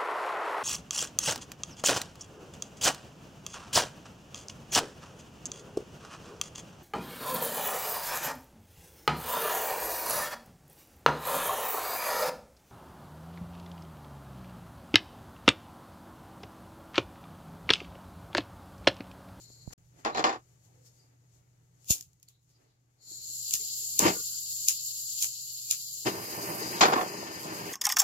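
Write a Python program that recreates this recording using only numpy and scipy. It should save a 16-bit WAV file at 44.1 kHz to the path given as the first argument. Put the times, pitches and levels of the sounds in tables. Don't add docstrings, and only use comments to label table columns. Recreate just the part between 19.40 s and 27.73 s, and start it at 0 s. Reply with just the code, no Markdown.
import sys
import numpy as np
from scipy import signal
from scipy.fft import rfft, irfft, next_fast_len
from scipy.io import wavfile
from scipy.ndimage import uniform_filter1d

SR = 44100
rng = np.random.default_rng(int(sys.argv[2]) if len(sys.argv) > 2 else 0)


def ratio(d):
    e = np.asarray(d, float) / 20
    return 10 ** e


def pcm_store(signal):
    levels = np.round(np.clip(np.atleast_2d(signal), -1, 1) * 32767)
    wavfile.write(sys.argv[1], SR, levels.astype(np.int16).T)


N = 367353
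LAG = 17


def rms_one(x):
    return x / np.sqrt(np.mean(np.mean(np.atleast_2d(x), axis=0) ** 2) + 1e-20)


def in_time(tables):
    rows = []
    for table in tables:
        silence = [-130] * (len(table[0]) - 1)
        rows += [[table[0][0] - .006, *silence], *table, [table[-1][0] + .006, *silence]]
    s, *columns = np.transpose(rows)
    return [np.interp(np.arange(N) / SR, s, column) for column in columns]


def ramp(span_s):
    return np.interp(np.arange(N) / SR, span_s, [0, 1])


def summed(*levels_db):
    return 10 * np.log10(sum(ratio(2 * db) for db in levels_db))


def at_hz(points, hz):
    points_hz, points_db = np.transpose(points)
    return np.interp(np.log(hz + 1), np.log(points_hz + 1), points_db)


def drift(rate_hz):
    r = np.exp(-80 * np.pi * rate_hz / SR)
    slow = signal.lfilter([1], [1, -2 * r, r * r], rng.standard_normal(N // 40 + 2002))[2000:]
    return np.interp(np.arange(N) / 40, np.arange(len(slow)), rms_one(slow))


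def filtered(x, order, edges_hz, kind):
    return signal.sosfilt(signal.butter(order, edges_hz, kind, fs=SR, output="sos"), x)


def pan(left_right_db):
    return ratio([[left_right_db / 2], [-left_right_db / 2]])


def decays(times_s, gains, t60s, rises_s):
    out = np.zeros(N)
    for s, gain, t60, rise in zip(*np.broadcast_arrays(times_s, gains, t60s, rises_s)):
        at = np.arange(max(round((s - 6 * rise) * SR), 0), min(round((s + 1.5 * t60) * SR), N))
        t = at / SR - s
        swell = np.exp(np.minimum(t, 0) / max(rise, 1e-4))
        out[at] += (gain * np.where(t < 0, swell, ratio(-60 * t / t60))) ** 2
    return np.sqrt(out)


def clicks_at(times_s, gains):
    out = np.zeros(N)
    np.add.at(out, np.round(np.asarray(times_s) * SR).astype(int), gains)
    return out


def ring(clicks, hz, t60):
    r, w = ratio(-60 / (t60 * SR)), 2 * np.pi * hz / SR
    return signal.lfilter([0, np.sin(w)], [1, -2 * r * np.cos(w), r * r], clicks + 1e-18)


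def heard(spectrum, ports, alike, grain_db=0.0, peaks=(), split_hz=(), same_hz=400, echo_s=.1, order=12):
    size = next_fast_len(N // 2 + 1)
    hz = np.arange(size // 2 + 1) * SR / size
    noise = rng.standard_normal(size)
    source = rfft(noise * ratio(grain_db * np.minimum(rng.exponential(1, size), 5)))

    echoes = rng.standard_normal((2, SR // 4)) * ratio(-60 * np.arange(SR // 4) / SR / echo_s)
    echoes = rfft(echoes / np.sqrt(np.sum(echoes ** 2, axis=1, keepdims=True)), size)
    still = .3 + .2 / (1 + (hz / 1500) ** 2)
    blur = np.exp(2j * np.pi * rng.random((2, len(hz))))
    echoes = np.sqrt(still) * echoes + np.sqrt(1 - still) * blur

    share = np.clip(alike + (1 - alike) / (1 + (hz / same_hz) ** 2), 0, 1)
    late = np.exp(-2j * np.pi * hz * LAG / SR / (1 + (500 / (hz + 1)) ** 2))
    direct = np.array([late, np.ones(len(hz))])

    tilt_db = at_hz(ports, hz) / 2
    colour_db = at_hz(spectrum, hz)
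    for centre_hz, width_hz, db in peaks:
        colour_db = colour_db + db / (1 + (2 * (hz - centre_hz) / width_hz) ** 2)
    colour = (hz > spectrum[0][0]) * ratio(colour_db + np.array([tilt_db, -tilt_db]))
    colour = colour / np.hypot(ratio(tilt_db), ratio(-tilt_db))

    pair = source * colour * (np.sqrt(share) * direct + np.sqrt(1 - share) * echoes)
    below = [0] + [1 / (1 + (hz / edge) ** order) for edge in split_hz] + [1]
    bands = [rms_one(irfft(pair * (high - low), size)) for low, high in zip(below, below[1:])]
    return [np.tile(band, 2)[:, :N] for band in bands]


# catch in s, peak in s, peak in dB, dying in dB per s.
WHOOMPS = [
    (4.602, 4.673, -22, 297),
    (6.658, 6.67, -25, 348),
    (7.803, 8.7, -39, 147),
]


def whoomps_db():
    bursts_db = []
    for catch, peak, db, dying in WHOOMPS:
        held = peak + 0.21 * (peak - catch)
        points = [(catch - 0.016, db - 44), (catch, db - 9), (peak, db), (held, db), (held + 50 / dying, db - 64)]
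        bursts_db += in_time([points])
    return summed(*bursts_db)


# time in s, flow in dB.
LEAK_FLOW = [(0.0, -59), (0.03, -58), (0.17, -62.5), (0.33, -62)]
GAS_FLOW = [(3.57, -100), (3.619, -66), (3.71, -45.5), (3.8, -48), (3.9, -43), (4.1, -41), (4.3, -40),
            (4.801, -39.5), (5.48, -39.5), (5.76, -40.5), (6.0, -43), (6.53, -44.5), (6.66, -42)]
# time in s, flow in dB, top in dB against it as the nozzle turns away.
LIT_FLOW = [(6.66, -41, -4), (6.8, -47.5, -0.5), (7.1, -45, 0.5), (7.4, -43, -4), (7.55, -48.5, 0.5),
            (7.79, -48, -6.5), (8.07, -49, -6), (8.33, -52.5, 2)]
# frequency in Hz, level in dB per Hz.
LEAK_JET = [(1530, -69), (2600, -32), (3600, -24), (4300, -2), (4940, -10), (6220, -9), (6780, 3),
            (7100, 7.5), (8680, -20.5), (12700, -7.5), (14100, -30), (16000, -24), (16500, -51)]
COLD_JET = [(1530, -59), (2600, -25.5), (3130, -20.5), (3430, -20.5), (4260, -8.5), (5010, -6.5),
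            (5590, -14.0), (5990, -12.0), (7210, 2.0), (8610, -23.5), (12400, -7.5), (13800, -21.0),
            (15200, -16.0), (16100, -29.5), (16500, -37.0)][1:]
LIT_JET = [(2060, -63.5), (3500, -16), (3900, -10), (4200, -4), (4930, 0.5), (5650, -8), (6030, -4.5),
           (6870, -1), (8230, -14), (9130, -7.5), (10400, -18), (11500, -8), (12400, -8.5), (15600, -17.5),
           (16200, -24), (16500, -44.5)]
# frequency in Hz, width in Hz, level in dB.
WHISTLES = [(4395, 89, 7), (12900, 300, 4.5)]
# level in dB at full flow, share of the flow's swing.
LEAK_RIDGES = [
    (-49, 0.76),
    (-41.5, 1.12),
]
RIDGES = [
    (-48, 0.6),
    (-42, 1.2),
    (-46, 0.84),
]
# frequency in Hz, left-right in dB.
PORTS_NEAR = [(60, -1.0), (99, 1.0), (160, 3.5), (270, 1.5), (450, 5), (740, 18.5), (1220, -12.5),
              (2010, 28), (3330, -3.5), (5500, 11), (9080, -2.5), (15000, -24)]


def gas_jet():
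    leak = heard(LEAK_JET, PORTS_NEAR, alike=0.17, peaks=[(4000, 640, 3.4)], split_hz=[5800])
    cold = heard(COLD_JET, PORTS_NEAR, alike=0.17, grain_db=3.0, peaks=WHISTLES, split_hz=[5800, 9000])
    lit = heard(LIT_JET, PORTS_NEAR, alike=0.083, grain_db=-3.5, peaks=[(4910, 300, 3.1)], split_hz=[8500])
    full_flow_db, lit_puff_db = -40, -12
    swing_db = in_time([LEAK_FLOW, GAS_FLOW])[0] - full_flow_db
    wide = ramp((3.78, 4.09))
    flowing = swing_db > -60
    gains = [np.sqrt(1 - wide) * flowing * ratio(db + share * swing_db) for db, share in LEAK_RIDGES]
    gains += [np.sqrt(wide) * flowing * ratio(db + share * swing_db) for db, share in RIDGES]
    lit_db, turned_db = in_time([LIT_FLOW])
    gains += [ratio(summed(lit_db, whoomps_db() + lit_puff_db)), ratio(lit_db + turned_db)]
    flutter_db = 0.33 * drift(6.0) + 0.2 * drift(60.0)
    parts = [gain * ratio(1.5 * drift(14.3)) * part for part, gain in zip(leak + cold + lit, gains)]
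    return ratio(flutter_db) * sum(parts)


# time in s, roar in dB.
BURN = [(6.7, -37.5), (6.87, -44.5), (7.05, -38), (7.4, -39), (7.7, -41), (7.95, -46), (8.24, -43.5),
        (8.33, -42.5)]
# frequency in Hz, level in dB per Hz.
ROAR = [(24, -58.5), (40, -37), (120, -8), (194, -6), (264, -13.5), (320, -7.5), (420, -10), (490, -13.5),
        (539, -15), (582, -8.5), (808, -15.5), (980, -9), (1310, -19), (2040, -20), (3080, -21.5),
        (3350, -25.5), (5200, -31.5), (6500, -40), (8800, -70.5)]
# frequency in Hz, width in Hz, level in dB.
ROOM_MODES = [(134, 41, -2), (312, 40, 7), (398.6, 6.9, 8), (476, 7.3, 7.5), (599, 4.3, 5), (731, 11, 7.5),
              (782, 18, 5.5), (832, 16, 4.5), (920, 13, 6), (1040, 22, 4), (1170, 10, 6.5),
              (1284, 3.3, 11.5), (1410, 15, 3), (1780, 8.8, 10.5), (1950, 11, 2)]
# frequency in Hz, level in dB, t60 in s.
AFTER_RING = [(336.02, -59, .08), (468, -58.5, .08), (1190, -64, 0.089), (1430, -61, .12)]
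# frequency in Hz, left-right in dB.
PORTS_FAR = [(60, -8), (110, -5), (200, -3), (380, -1.5), (700, -2.5), (1290, 0.5), (2380, 0), (4400, 9),
             (8120, 10), (15000, -10.5)]


def flame():
    burst_db = whoomps_db()
    level_db = summed(*in_time([BURN]), burst_db)
    upper_db = -7.5 - 0.032 * np.maximum(level_db + 36, -12) + 1.4 * drift(14.0)
    flicker_db = 2.0 * drift(39.0)
    low, upper, blaze = heard(ROAR, PORTS_FAR, alike=0.56, peaks=ROOM_MODES, split_hz=[1300, 3250])
    roar = ratio(level_db - 2.0) * (low * ratio(flicker_db) + upper * ratio(upper_db + 0.2 * flicker_db))
    blaze = blaze * ratio(burst_db - 19.5)
    whoomp_end_s = 4.752
    puff = rng.standard_normal((2, N)) * decays([whoomp_end_s], .1, .45, .02)
    tones = sum(ratio(db) * ring(puff, hz, t60) for hz, db, t60 in AFTER_RING)
    return roar + blaze + tones * ratio(5.3 * drift(26.0))


# snap in s, peak in dB, swell in s, tail t60 in s, tail in dB.
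STROKES = [
    (2.505, -16.5, 0.0092, 0.16, 0),
    (4.1369, -16.5, 0.0099, 0.19, -8),
    (4.5909, -13, 0.0078, 0.43, -10),
    (5.2836, -14.5, 0.0082, 0.17, -3.5),
    (5.8235, -18.5, 0.025, 0.12, -2),
    (6.31, -15.5, 0.011, 0.18, -7.5),
]
# time in s, peak in dB, t60 in s, room tail in dB.
TICKS = [(2.445, -41, 0.0093, -23), (2.4857, -30, 0.005, -28), (2.5824, -34, 0.0081, -29),
         (2.6095, -25, 0.01, -37), (2.6247, -41, 0.017, -24.5), (2.7317, -53.5, 0.016, -31),
         (2.799, -55, 0.016, -26), (2.829, -41, 0.018, -32), (2.8856, -41.5, 0.021, -25),
         (3.019, -67, 0.015, -11), (3.0926, -58, 0.015, -17.5), (4.109, -15, 0.0086, -28),
         (4.154, -20, 0.0085, -42), (5.8444, -10, 0.0035, -34), (8.031, -28, 0.014, -17)]
# frequency in Hz, level in dB per Hz.
FLINT = [(240, -25.5), (400, -29), (745, -34.5), (1080, -17.5), (1250, -18), (1870, -16), (2800, -12.5),
         (4000, -10), (5540, -4.5), (6090, -3.5), (6790, 4.5), (8310, -10), (14800, -6.5), (15700, -21.5),
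         (16500, -37.5)]
# frequency in Hz, width in Hz, level in dB, left-right in dB.
STEEL = [(3030, 3500, -26.5, 4), (5030, 430, -36.5, 0.5), (6740, 1100, -5.5, 12), (11000, 1700, -29, -6),
         (11900, 400, -22.5, -2), (14600, 2000, -11.5, 1)]


def striker():
    s, peak_db, swell, t60, tail_db = np.transpose(STROKES)
    dull, bright = heard(FLINT, PORTS_NEAR, alike=0.049, grain_db=1.0, split_hz=[2200], order=24)
    gain = ratio(peak_db - 8.0)
    strokes = decays(s + .002, ratio(peak_db - 0.5), .012, .0012)
    strokes += decays(s, gain * ratio(tail_db - 3.5), .006, swell)
    strokes += decays(s + 0.0092, gain * ratio(tail_db), t60, .003)

    tick_s, tick_db, tick_t60, room_db = np.transpose(TICKS)
    ticks = decays(tick_s, ratio(tick_db - 10.5), tick_t60, .0002)
    ticks += decays(tick_s + 0.0083, ratio(tick_db + room_db), .2, .001)

    blows = clicks_at(np.r_[s + .0018, tick_s], ratio(np.r_[peak_db - 3, tick_db - 4]))
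    steel = sum(ring(blows, hz, 0.77 / width) * ratio(db) * pan(pan_db) for hz, width, db, pan_db in STEEL)
    steel = filtered(steel, 8, 2150, "high")
    rasp = filtered(bright * (strokes + ticks), 8, 2100, "high")
    rattle = decays(s + .016, gain * ratio(-31.5), .6 * t60, .004) + ratio(-30.5) * ticks
    rattle = dull * ratio(2.9 * drift(70.0)) * rattle
    return rasp + rattle + [np.roll(steel[0], LAG), steel[1]]


# time in s, peak in dB, t60 in s, brightness in dB, crack in dB.
KNOCKS = [(0.649, -19, 0.22, -5.5, 0), (0.659, -21, 0.27, -11, -24.5), (0.747, -25, 0.47, -6, -1),
          (0.773, -20.5, 0.22, -2, -26), (0.794, -19, 0.12, -4, -17.5), (0.841, -12, 0.29, -6, -11.5),
          (0.891, -21.5, 0.2, -7, -24), (0.926, -30, 0.28, -4.5, -25), (7.409, -11, 0.24, 6, -14),
          (7.424, -5.5, 0.21, -0.5, -23), (7.453, -12.5, 0.09, -23, -12), (7.483, -13.5, 0.2, -27, -17),
          (7.521, -13, 0.13, -14, -13), (7.533, -17, 0.16, -4.5, -10), (7.557, -16, 0.25, -18, -12),
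          (7.576, -18, 0.3, -17, -12), (7.61, -19.5, 0.16, -12, -7)]
# frequency in Hz, level in dB per Hz.
BENCH = [(59, -45.5), (100, -19.5), (208, -7), (408, 0.5), (624, -1), (756, 1), (1050, 3), (1450, -2),
         (2600, -12), (3270, -14), (5000, -15), (5940, -21), (7070, -17), (8410, -44.5), (10500, -39),
         (13500, -46.5), (22000, -120)]
# frequency in Hz, level in dB, t60 in s.
BENCH_MODES = [(332, -6.5, 0.2697), (412.7, -7, 0.16), (475, -4.5, 0.24), (670, 2.5, 0.12),
               (790, -5, 0.088), (910, -38.5, 1.8), (1080, -16, 0.38), (1500, -4.5, 0.07), (1500, -19, 0.2),
               (1730, -17, 0.14), (1900, -13, 0.27), (2245, -23.5, 0.17)]
# from s, to s, damping in dB per s.
HAND_STOPS = [
    (0.962, 1.4, 292),
    (7.683, 8.2, 144),
]


def knocks():
    s, peak_db, t60, bright_db, crack_db = np.transpose(KNOCKS)
    rise_s, hard_knock_db = 0.00042, -14
    body, clack = heard(BENCH, PORTS_FAR, alike=0.35, same_hz=800, peaks=ROOM_MODES, grain_db=3.0,
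                        split_hz=[2600], order=3)
    body = body * decays(s + 0.0016, ratio(peak_db - 11.5), t60, rise_s)
    clack = clack * decays(s, ratio(peak_db - 15 + bright_db), 0.74 * t60, rise_s)

    strengths_db = rng.normal(0, 9.7, (len(s), len(BENCH_MODES)))
    modes = 0
    for (hz, level_db, mode_t60), chance_db in zip(BENCH_MODES, strengths_db.T):
        blows = clicks_at(s, ratio(peak_db + level_db - 31.5 + chance_db))
        modes = modes + ring(blows, hz, min(mode_t60, .16))
    softness_db = 1.2 * np.minimum(peak_db - hard_knock_db, 0)
    cracks = clicks_at(s + 0.001, ratio(peak_db + crack_db + 11.5 + softness_db))
    modes = modes + filtered(cracks + 1e-18, 2, [700, 6500], "band")

    t = np.arange(N) / SR
    damped_db = sum(-slope * (t - start) * (t > start) * (t < end) for start, end, slope in HAND_STOPS)
    return ratio(1.4 * drift(90.0) + damped_db) * (body + clack) + [np.roll(modes, LAG), modes]


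# time in s, level in dB, brightness in dB per octave.
CONTACTS = [(0.65, -18, -5), (0.656, -33, -2), (0.749, -35, 5), (0.8411, -6, 0.5), (0.844, -9.5, 0),
            (0.847, -19, -3), (0.866, -21.5, -4), (0.879, -32, 5.5), (7.409, -11, -3), (7.414, -17, 6),
            (7.4183, -17, -4), (7.422, -12, 4), (7.4328, -8, -2), (7.455, -14, -2), (7.485, -18, -8),
            (7.522, -20, -9), (7.533, -18, 0.5), (7.558, -15, -4), (7.662, -27, -2)]
# frequency in Hz, width in Hz, level in dB.
CRACK = [(895, 500, -1), (2600, 820, -3), (3200, 660, -5.5), (4793, 830, -9), (7000, 1200, -14)]


def contacts():
    s, db, tilt_db = np.transpose(CONTACTS)
    out = 0
    for k, (hz, width, level_db) in enumerate(CRACK):
        blows = clicks_at(s, ratio(db + level_db + tilt_db * np.log2(hz / 900)))
        out = out + (-1) ** k * ring(blows, hz, 1.9 / width)
    out = filtered(out, 3, [350, 8000], "band")
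    return np.array([np.roll(out, LAG), out])


# time in s, peak in dB, frequency in
# Hz, t60 in s, left-right in dB.
BUMPS = [(0.103, -34.5, 149.7, 0.0029, 1), (0.276, -35, 138, 0.017, -23.5),
         (2.505, -21.5, 124, 0.014, -16.5), (3.714, -57, 334, 0.052, -1), (3.898, -61, 322, 0.057, -1),
         (4.143, -50.5, 149, 0.027, -10), (4.65, -38.5, 95, .2, -2.5)]


def bumps():
    out = 0
    for s, peak_db, hz, t60, pan_db in BUMPS:
        push = clicks_at([s], ratio(peak_db + 4.0))
        swing = ring(push, hz, t60) + ratio(-13.0) * ring(push, 4.1 * hz, 0.38 * t60)
        out = out + swing * pan(pan_db)
    return filtered(out, 3, [45, 950], "band")


# time in s, swell and fade in s, frequency in Hz, width in Hz, level in dB.
SWISHES = [(1.3, 0.052, 800, 140, -77), (1.4, .1, 500, 51, -75), (1.47, .02, 5300, 790, -66.5),
           (1.61, 0.037, 4830, 250, -70.5), (2.831, 0.003, 5100, 500, -63.5),
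           (2.885, 0.0031, 4400, 300, -59), (2.9, 0.019, 3800, 1190, -76), (3.11, 0.024, 5500, 1500, -76.5),
           (3.3, 0.07, 4500, 1200, -81.5), (6.335, 0.0094, 1300, 500, -66.5), (6.6, 0.022, 450, 200, -63.5),
           (4.93, 0.031, 1449, 60, -70), (0.77, 0.018, 4100, 310, -42.5), (0.67, 0.0086, 2000, 1200, -38),
           (0.31, .003, 1400, 1500, -55), (2.95, 0.028, 4000, 400, -77), (3.16, 0.017, 4900, 500, -74.5),
           (0.78, 0.043, 150, 54, -52), (5.85, 0.011, 1800, 1400, -57.5)]
# frequency in Hz, level in dB.
FAINT_TONES = [(330, -80), (480, -82.5), (700, -85.5), (850, -82), (1200, -89.5), (1500, -88), (1850, -92)]


def swishes():
    out, white = np.zeros((2, N)), rng.standard_normal((2, N))
    for s, length, hz, width, db in SWISHES:
        at = slice(round((s - 5 * length) * SR), round((s + 9 * length) * SR))
        narrow = ring(ring(white[:, at], hz, 1.4 / width), hz, 1.4 / width)
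        out[:, at] += rms_one(narrow) * decays([s], ratio(db), 8.0 * length, length)[at]
    tones_s, rarity = (3.9, 7.8), 1.3
    at = slice(*[round(s * SR) for s in tones_s])
    for hz, db in FAINT_TONES:
        tone = ratio(db) * rms_one(ring(white[:, at], hz, 0.16))
        out[:, at] += tone * np.clip(2 * (drift(6.5)[at] - rarity), 0, 1)
    return out


# time in s, level in dB.
NEARNESS = [(0.0, 4.5), (0.33, 7), (0.4, 2), (1.1, 2), (1.7, 1.5), (2.5, 0.5), (2.75, -4.5), (3.6, -5),
            (3.8, 2), (6.6, -0.5), (6.85, 2.5), (8.33, 0)]
# frequency in Hz, level in dB per Hz.
LOW_AIR = [(120, -31), (200, 0.5), (354, -0.5), (494, -1.0), (676, -7.0), (798, -4.0), (978, -9.0),
           (3370, -15), (4780, -11.5), (5860, -8.0), (6790, -3.0), (9120, -18), (12300, -13.5),
           (15000, -26), (16500, -29)][1:]
# time in s, swell and fade in s, rustle in dB, low
# air in dB.
MOVES = [(0.02, 0.032, -59, -74), (0.099, 0.014, -75, -72), (0.332, 0.007, -47, -51),
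         (0.596, 0.035, -65.5, -62.5), (1.251, 0.037, -68.5, -80.5), (1.465, 0.022, -61, -76.5),
         (1.36, .08, -77, -74.5), (1.58, 0.09, -71.5, -78.5), (3.22, .07, -81, -72.5),
         (4.41, 0.011, -88.5, -81), (5.59, 0.011, -90.5, -70), (1.95, 0.038, -72.5, -97),
         (2.43, 0.059, -68.5, -85), (2.89, 0.017, -74.5, -93), (3.1, 0.054, -78, -96.5),
         (2.55, 0.024, -90.5, -62.5), (3.73, 0.12, -90.5, -71.5), (5.85, 0.0069, -89, -62),
         (6.33, 0.0098, -91, -69.5)]


def room():
    hum_hz, hum_db, rumble_db, air_db, rustle_db = 120.7, -64, -71.5, -79.5, -79
    near_db, = in_time([NEARNESS])
    masked = ramp((3.6, 4.1))
    faint_db = near_db - 18.5 * masked - 4 * ramp((6.5, 6.6))
    s, length, move_rustle_db, move_air_db = np.transpose(MOVES)
    air_gain = ratio(air_db + faint_db + (1.5 + 2.8 * masked) * drift(8.7))
    air_gain = np.hypot(air_gain, decays(s, ratio(move_air_db), 10.0 * length, length))
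    rustle_gain = ratio(rustle_db + faint_db + 2.0 * drift(3.9))
    rustle_gain = np.hypot(rustle_gain, decays(s, ratio(move_rustle_db), 7.5 * length, 0.69 * length))
    phase = 2 * np.pi * hum_hz * np.arange(N) / SR + .4 * drift(21.0)
    hum = ratio(hum_db + near_db + 1.7 * drift(14.0)) * np.sin(phase) * pan(1.6)
    rumble_spectrum = [(20, -16.0), (60, -5.0), (100, -3.0), (170, -1.5), (230, -41.0)]   # Hz, dB per Hz
    rumble, = heard(rumble_spectrum, PORTS_FAR, alike=0.42)
    air, rustle = heard(LOW_AIR, PORTS_FAR, alike=0.067, split_hz=[3200], order=6)
    rumble = rumble * ratio(rumble_db + 0.73 * near_db + 2.9 * drift(1.3))
    return hum + rumble + air_gain * air + rustle_gain * rustle


def scene():
    return room() + gas_jet() + flame() + striker() + knocks() + bumps() + contacts() + swishes()


# from s, to s, low edge in Hz, high edge in Hz, share dropped.
STARVED = [(0.658, 0.83, 8300, 16500, .5), (0.85, 0.95, 8300, 16500, .4), (2.475, 2.51, 950, 2050, .85),
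           (3.8, 4.1, 300, 2600, .5), (4.2, 4.58, 250, 2400, .85), (4.79, 5.0, 1600, 2450, .7),
           (4.8, 5.0, 550, 1100, .5), (5.01, 5.27, 250, 2450, .8), (4.16, 4.2, 300, 2400, .4),
           (5.31, 5.35, 300, 2400, .4), (6.325, 6.36, 300, 1000, .8), (5.36, 5.8, 250, 2450, .85),
           (5.88, 6.3, 250, 2450, .85), (6.37, 6.63, 250, 2400, .8), (4.2, 4.58, 2600, 4000, .12),
           (4.78, 6.64, 2600, 4000, .15), (6.7, 7.4, 3150, 4150, .45), (7.62, 8.05, 3150, 4150, .35),
           (7.8, 8.3, 1400, 2100, .15)]


def starve(x):
    out, frame = x.copy(), 1536
    for start, end, low, high, share in STARVED:
        first, frames = round(start * SR) - frame, round((end - start) * SR / frame) + 2
        part = x[:, first:first + frames * frame]
        size = part.shape[1]
        spectrum, hz = rfft(part), np.arange(size // 2 + 1) * SR / size
        lift = min((1 - share) ** -.5, 1.6)
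        edges = np.linspace(low, high, 2 + int((high - low) / max(170, 1 / 14 * low)))
        for a, b in zip(edges, edges[1:]):
            dropped = np.r_[0, np.where(rng.random(frames - 2) < share, 1, 1 - lift), 0]
            dropped = uniform_filter1d(np.repeat(dropped.astype(float), frame), size=frame // 5)[:size]
            out[:, first:first + size] -= dropped * irfft(spectrum * ((hz >= a) & (hz < b)), size)
    return out


def band_limit(x):
    return signal.sosfilt(signal.butter(12, 16620, fs=SR, output="sos"), x)


def record(dry):
    t, dropout_s = np.arange(N) / SR, (.337, 0.378)
    alive = np.clip(np.maximum(dropout_s[0] - t, t - dropout_s[1]) / 0.0016, 0, 1)
    dull = signal.sosfilt(signal.cheby2(12, 60, 16800, fs=SR, output="sos"), dry)
    mix = np.clip(starve(dull) * alive, -1, 1)
    return band_limit(mix)


dry = scene()
out = record(dry)
pcm_store(out)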